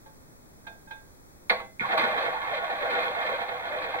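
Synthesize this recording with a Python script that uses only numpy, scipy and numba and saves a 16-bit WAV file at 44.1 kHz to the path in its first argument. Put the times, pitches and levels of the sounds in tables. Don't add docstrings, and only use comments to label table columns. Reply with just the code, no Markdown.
import sys
import numpy as np
from scipy import signal
from scipy.fft import rfft, irfft
from scipy.io import wavfile
from scipy.ndimage import uniform_filter1d
from numba import njit

SR = 44100
rng = np.random.default_rng(int(sys.argv[2]) if len(sys.argv) > 2 else 0)


def materialize(psi):
    bounded = np.clip(np.atleast_2d(psi).T, -1, 1)
    quanta = np.round(bounded * 32767).astype(np.int16)
    wavfile.write(sys.argv[1], SR, quanta)


N = 176400
TIME = np.arange(N) / SR
LAUNCH_S = 1.793

# t/s, ring level/dB, favoured f/Hz, scuff level/dB
FRET_TOUCHES = [(.058, -46, 650, -23), (.646, -55, 1300, -36), (.666, -36.5, 1730, -10),
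                (.872, -46.5, 1510, -47), (0.907, -34.5, 1590, -11)]
# t/s, chatter level/dB, treble level/dB
ROLL_LEVELS = [(1.8, -41, -30.5), (1.85, -28, -33), (1.87, -32, -32.5), (1.895, -35, -30),
               (1.925, -36.5, -24), (1.945, -25, -30), (1.965, -40, -29.5), (1.985, -45, -18),
               (2.045, -29.5, -22.5), (2.095, -31, -31.5), (2.125, -32.5, -26.5), (2.15, -32, -33.5),
               (2.175, -41, -22.5), (2.205, -39, -29.5), (2.22, -36, -24.5), (2.31, -34.5, -33.5),
               (2.35, -33.5, -34), (2.39, -38, -38), (2.42, -40, -33), (2.445, -34.5, -35),
               (2.5, -38.5, -32), (2.53, -31, -31), (2.56, -36.5, -28.5), (2.595, -43, -36.5),
               (2.63, -32.5, -32.5), (2.69, -31.5, -34), (2.735, -34, -32.5), (2.77, -43, -32.5),
               (2.825, -29, -29.5), (2.86, -30, -31), (2.885, -35.5, -30), (2.93, -39.5, -26),
               (3.0, -34.5, -26.5), (3.09, -42.5, -30.5), (3.135, -35.5, -33), (3.17, -38, -30),
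               (3.22, -35.5, -28), (3.35, -33.5, -33), (3.38, -37.5, -35), (3.42, -42, -25.5),
               (3.45, -36.5, -42.5), (3.48, -39.5, -32.5), (3.52, -37, -35), (3.6, -39, -38),
               (3.67, -42, -33.5), (3.71, -35, -33), (3.755, -31.5, -33.5), (3.79, -39.5, -32.5),
               (3.825, -36, -30), (3.87, -42, -34), (3.9, -38, -35.5), (3.925, -43, -32.5),
               (3.945, -33.5, -29), (3.975, -40.5, -38.5), (4.0, -54, -29)]
# t/s, f/Hz
CHATTER_PITCH = [(1.795, 2270), (1.83, 1190), (1.87, 840), (1.94, 626), (1.99, 574), (2.045, 640),
                 (2.09, 620), (2.125, 645), (2.17, 730), (2.22, 517), (2.26, 590), (2.3, 527), (2.335, 853),
                 (2.39, 935), (2.445, 936), (2.49, 720), (2.545, 605), (2.585, 490), (2.62, 670),
                 (2.72, 710), (2.745, 577), (2.765, 830), (2.8, 550), (2.845, 562), (2.865, 820),
                 (2.9, 516), (2.95, 407), (2.99, 706), (3.03, 510), (3.1, 524), (3.15, 746), (3.185, 630),
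                 (3.215, 760), (3.245, 600), (3.28, 673), (3.345, 490), (3.395, 780), (3.42, 580),
                 (3.455, 767), (3.51, 514), (3.55, 800), (3.595, 850), (3.625, 640), (3.655, 840),
                 (3.695, 526), (3.75, 650), (3.79, 540), (3.825, 760), (3.86, 487), (3.9, 540), (3.94, 740),
                 (3.97, 500)]


def from_db(db):
    return 10 ** (np.asarray(db) / 20)


def rms_one(x):
    return x / np.sqrt(np.mean(x ** 2) + 1e-20)


def evened(x):
    return x / np.sqrt(uniform_filter1d(x ** 2, size=1100) + 1e-12)


def in_time(rows):
    t, *columns = np.transpose(rows)
    return [np.interp(TIME, t, column) for column in columns]


def colour(x, points):
    size = 2 ** 18
    hz, db = np.transpose(points)
    grid_hz = np.maximum(np.fft.rfftfreq(size, 1 / SR), 1)
    gain = from_db(np.interp(np.log(grid_hz), np.log(hz), db))
    cepstrum = irfft(np.log(gain))
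    cepstrum[1:size // 2] *= 2
    cepstrum[size // 2 + 1:] = 0
    return irfft(rfft(x, size) * np.exp(rfft(cepstrum)))[:N]


def drift(rate_hz):
    r = np.exp(-2 * np.pi * rate_hz / SR)
    noise = rng.standard_normal(N + SR)
    settled = signal.lfilter([1], [1, -2 * r, r * r], noise)[SR:]
    return rms_one(settled)


def click(t_s, db):
    out = np.full(N, 1e-18)
    out[int(t_s * SR)] += from_db(db)
    return out


def resonance(x, hz, width_hz):
    r = np.exp(-np.pi * width_hz / SR)
    zeros = np.array([1, 0, -1]) * (1 - r * r) / 2
    poles = [1, -2 * r * np.cos(2 * np.pi * hz / SR), r * r]
    return signal.lfilter(zeros, poles, x)


@njit
def moving_filter(x, hz, q):
    out, low, band = np.zeros((2, len(x))), 0., 0.
    for i in range(len(x)):
        f = 2 * np.sin(np.pi * hz[i] / SR)
        low += f * band
        high = x[i] - low - band / q
        band += f * high
        out[0, i], out[1, i] = band, high
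    return out


def stereo(mid, side):
    return np.array([mid + side, mid - side])


def background():
    # f/Hz, level/dB
    floor_mid = [(20, -3), (60, -4), (130, -6.5), (250, -8.5), (500, -13), (1000, -20.5), (2000, -26.5),
                 (3300, -33), (6000, -32.5), (15000, -34)]
    floor_side = [(20, -36), (60, -3), (130, -7.5), (250, -9), (500, -13), (1000, -16.5), (2000, -20.5),
                  (3300, -26.5), (6000, -25), (15000, -26.5)]
    floor_db, whine_hz, whine_db = -33, 15734, -73.5
    mid = colour(rng.standard_normal(N), floor_mid)
    side = colour(rng.standard_normal(N), floor_side)
    phase = np.array([[0], [np.pi / 2]])
    whine = np.sqrt(2) * np.sin(2 * np.pi * whine_hz * TIME + phase)
    return from_db(floor_db) * stereo(mid, side) + from_db(whine_db) * whine


def reflections(early_t60_s, room_db):
    room_t60_s = 0.24
    t = TIME[:SR // 2]
    early = rms_one(from_db(-60 * t / early_t60_s)) ** 2
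    room = from_db(room_db) ** 2 * rms_one(from_db(-60 * t / room_t60_s)) ** 2
    response = rng.standard_normal(len(t)) * np.sqrt(early + room)
    for _ in range(3):
        spectrum = rfft(response, SR)
        local_power = uniform_filter1d(abs(spectrum) ** 2, size=25)
        response = irfft(spectrum / np.sqrt(local_power))[:len(t)]
    return response


def radiate(x, early_t60_s, room_db):
    # f/Hz, side-minus-mid level/dB
    side_levels = [(100, -14), (400, -12), (700, -4.5), (1000, 0.5), (1300, 4), (2200, 4.5), (3500, 7.5),
                   (8000, 5)]
    alike = 0.15
    middle = rfft(reflections(early_t60_s, room_db))
    other = rfft(reflections(early_t60_s, room_db))
    hz, db = np.transpose(side_levels)
    grid_hz = np.linspace(1, SR / 2, len(middle))
    width = from_db(np.interp(np.log(grid_hz), np.log(hz), db))
    side = width * (-1j * np.sqrt(alike) * middle + np.sqrt(1 - alike) * other)
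    responses = irfft(stereo(middle, side) / np.sqrt(1 + width ** 2))[:, :SR // 3]
    return signal.fftconvolve(x[None], responses, axes=1)[:, :N]


def bowl(force):
    # f/Hz, width/Hz, gain/dB
    bowl_modes = [(125.5, 5.4, 6), (204.4, 2.9, 7), (236.3, 4.4, 1.5), (492, 16.7, 13.5), (539, 5.3, 1),
                  (640.9, 6.9, 8.5), (685.2, 6.8, 10.5), (796.6, 18.4, 10.5), (867, 78, -3),
                  (937.3, 11.7, 7.5), (1115.3, 27.4, 9.5), (1449, 22.7, 6.5), (1567, 23, -0.5),
                  (1770, 52, -3), (2112, 55, 6), (2406, 57, 4.5)]
    ringing = sum(from_db(db) * resonance(force, hz, width_hz) for hz, width_hz, db in bowl_modes)
    return force + ringing


def frets():
    # f/Hz, level/dB, t60/s
    fret_modes = [(541, -5, 0.22), (858, -4, 0.15), (874, -0.5, 0.28), (1598, 0, .06), (1603, -3, 0.35),
                  (2060, -12, .1), (2534, -5.5, 0.2), (3200, -3, 0.08), (3630, -3, 0.23)]
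    focus_db = 5
    rise_s = 0.0044
    out = np.zeros(N)
    for t_s, db, favoured_hz, _ in FRET_TOUCHES:
        age = TIME[TIME >= t_s] - t_s
        build_up = 1 - np.exp(-age / rise_s)
        for hz, mode_db, t60_s in fret_modes:
            level_db = db + mode_db - focus_db * np.log2(hz / favoured_hz) ** 2
            decay = from_db(level_db - 60 * age / t60_s)
            out[N - len(age):] += decay * build_up * np.sin(2 * np.pi * hz * age)
    return out


def ticks():
    # f/Hz, level/dB
    tick_colour = [(300, -10), (550, 2), (1200, 0), (2200, 1), (3300, 5), (4400, -4.5), (5500, -18),
                   (12000, -31)]
    scuff_s = 0.005
    out = 0
    for t_s, _, _, db in FRET_TOUCHES:
        age = np.maximum(TIME - t_s, 0) / scuff_s
        scuff = rng.standard_normal(N) * np.sqrt(age) * np.exp(-age)
        out = out + from_db(db) * scuff / np.linalg.norm(scuff)
    return colour(out, tick_colour)


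def bumps():
    bumps_per_s, spread_db = 1400, 3.5
    sizes = from_db(spread_db * np.minimum(rng.exponential(1, N), 5))
    signs = rng.choice([-1, 1], N)
    return sizes * signs * (rng.random(N) < bumps_per_s / SR)


def judder():
    # t/s, level/dB
    judder_levels = [(1.497, -88), (1.503, -29.5), (1.53, -34), (1.548, -51), (1.59, -41), (1.615, -41),
                     (1.632, -56), (1.7, -85)]
    # f/Hz, level/dB
    judder_tone = [(150, -7), (350, -5), (500, 0), (670, -10.5), (850, 3), (1300, 0), (2100, -2),
                   (3000, -1.5), (4000, -8), (5200, -34), (12000, -29)]
    db, = in_time(judder_levels)
    return from_db(db) * rms_one(colour(bumps(), judder_tone))


def knocks():
    # t/s, level/dB, low edge f/Hz, high edge f/Hz
    wheel_blows = [(1.4965, 17, 1480, 4500), (1.5012, 14.5, 1230, 3850), (1.502, 10, 414, 930),
                   (1.506, 16.5, 194, 244), (1.510, 2.5, 1200, 4220), (1.523, 8.5, 396, 990),
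                   (1.794, 12, 2120, 2470), (1.804, 13.5, 2200, 2510), (1.811, 15, 91, 220),
                   (1.977, 8, 199, 5300), (2.03, 17.5, 193, 257), (2.109, 7, 189, 250),
                   (3.938, 13, 733, 830)]
    # f/Hz, level/dB
    blow_colour = [(100, -7.5), (1000, 3.5), (2200, 1), (4300, -3), (5200, -20), (7500, -22), (11000, -9),
                   (15000, -5)]
    rattle_s, rattle_db = 0.0018, -4
    out = 0
    for t_s, db, low_hz, high_hz in wheel_blows:
        rattle = rng.standard_normal(N) * (TIME > t_s) * np.exp(-abs(TIME - t_s) / rattle_s)
        force = click(t_s, db) + from_db(db + rattle_db) * rattle / np.linalg.norm(rattle)
        band = signal.butter(2, [low_hz, high_hz], "band", fs=SR, output="sos")
        out = out + signal.sosfilt(band, force)
    return colour(out, blow_colour)


def contact():
    rise_s, roll_db = 0.0099, -0.83
    flutter_db, flutter_hz = 1.04, 32
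    onset = np.clip((TIME - LAUNCH_S) / rise_s, 0, 1)
    return onset * from_db(roll_db + flutter_db * drift(flutter_hz))


def rolling():
    # f/Hz, level/dB
    rumble_colour = [(200, -25), (500, -3), (800, 1), (1200, 0), (1800, 5), (2400, -4.5), (3300, -32),
                     (4300, -50), (5500, -31)]
    treble_colour = [(500, -26), (1200, 2), (2200, 3), (3300, 5.5), (4200, -3.5), (4800, -16.5),
                     (5600, -24), (7500, -48), (10500, -34), (15000, -60)]
    thrum_colour = [(50, -20), (120, -4.5), (215, 1.5), (350, 9), (600, -12), (1500, -40)]
    rumble_gain_db, treble_gain_db, thrum_gain_db = -3.5, -5.5, -23.5
    edge_share = 0.58
    rumble_follows = 0.21
    thrum_follows = 1.1
    chatter_db, treble_db = in_time(ROLL_LEVELS)
    pitch_hz, = in_time(CHATTER_PITCH)

    rumble = colour(bumps(), rumble_colour)
    for _ in range(2):
        rumble = evened(moving_filter(rumble, pitch_hz * edge_share, 0.98)[1])
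    rumble_db = rumble_gain_db + treble_db + rumble_follows * (chatter_db - treble_db)

    grit = rms_one(colour(bumps(), treble_colour))
    grit_db = treble_gain_db + treble_db

    thrum = rms_one(colour(bumps(), thrum_colour))
    mean_db = treble_db.mean()
    thrum_db = thrum_gain_db + mean_db + thrum_follows * (treble_db - mean_db)
    return from_db(rumble_db) * rumble + from_db(grit_db) * grit + from_db(thrum_db) * thrum


def chatter():
    gain_db, narrow_q, broad_q = -5, 8.9, 0.92
    db, _ = in_time(ROLL_LEVELS)
    pitch_hz, = in_time(CHATTER_PITCH)
    narrow = moving_filter(bumps(), pitch_hz, narrow_q)[0]
    skirted = moving_filter(narrow, pitch_hz, broad_q)[0]
    return from_db(gain_db + db) * evened(skirted)


def scene():
    chatter_wood_db, chatter_air_db, pan_db = -7, 0, -0.7
    laps_per_s, lobes_per_lap = 2.0, 2.2
    grip = contact()
    ball = grip * chatter()
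    force = grip * rolling() + from_db(chatter_wood_db) * ball + knocks() + judder() + ticks()
    wood = bowl(force) + from_db(chatter_air_db) * ball
    angle = 2 * np.pi * laps_per_s * lobes_per_lap * np.maximum(TIME - LAUNCH_S, 0)
    wheel = radiate(wood * np.cos(angle), early_t60_s=0.07, room_db=-10)
    wheel = wheel + radiate(wood * np.sin(angle), early_t60_s=0.07, room_db=-10)
    wheel = wheel + radiate(frets(), early_t60_s=0.01, room_db=-16.5)
    return wheel * from_db(pan_db * np.array([[1], [-1]])) + background()


def record(dry):
    # f/Hz, width/Hz
    notches = [(2870, 750), (5000, 150)]
    cutoff_hz = 15900
    for hz, width_hz in notches:
        dry = signal.lfilter(*signal.iirnotch(hz, hz / width_hz, fs=SR), dry)
    low_pass = signal.ellip(12, .1, 80, cutoff_hz, fs=SR, output="sos")
    return signal.sosfilt(low_pass, dry)


dry = scene()
out = record(dry)
materialize(out)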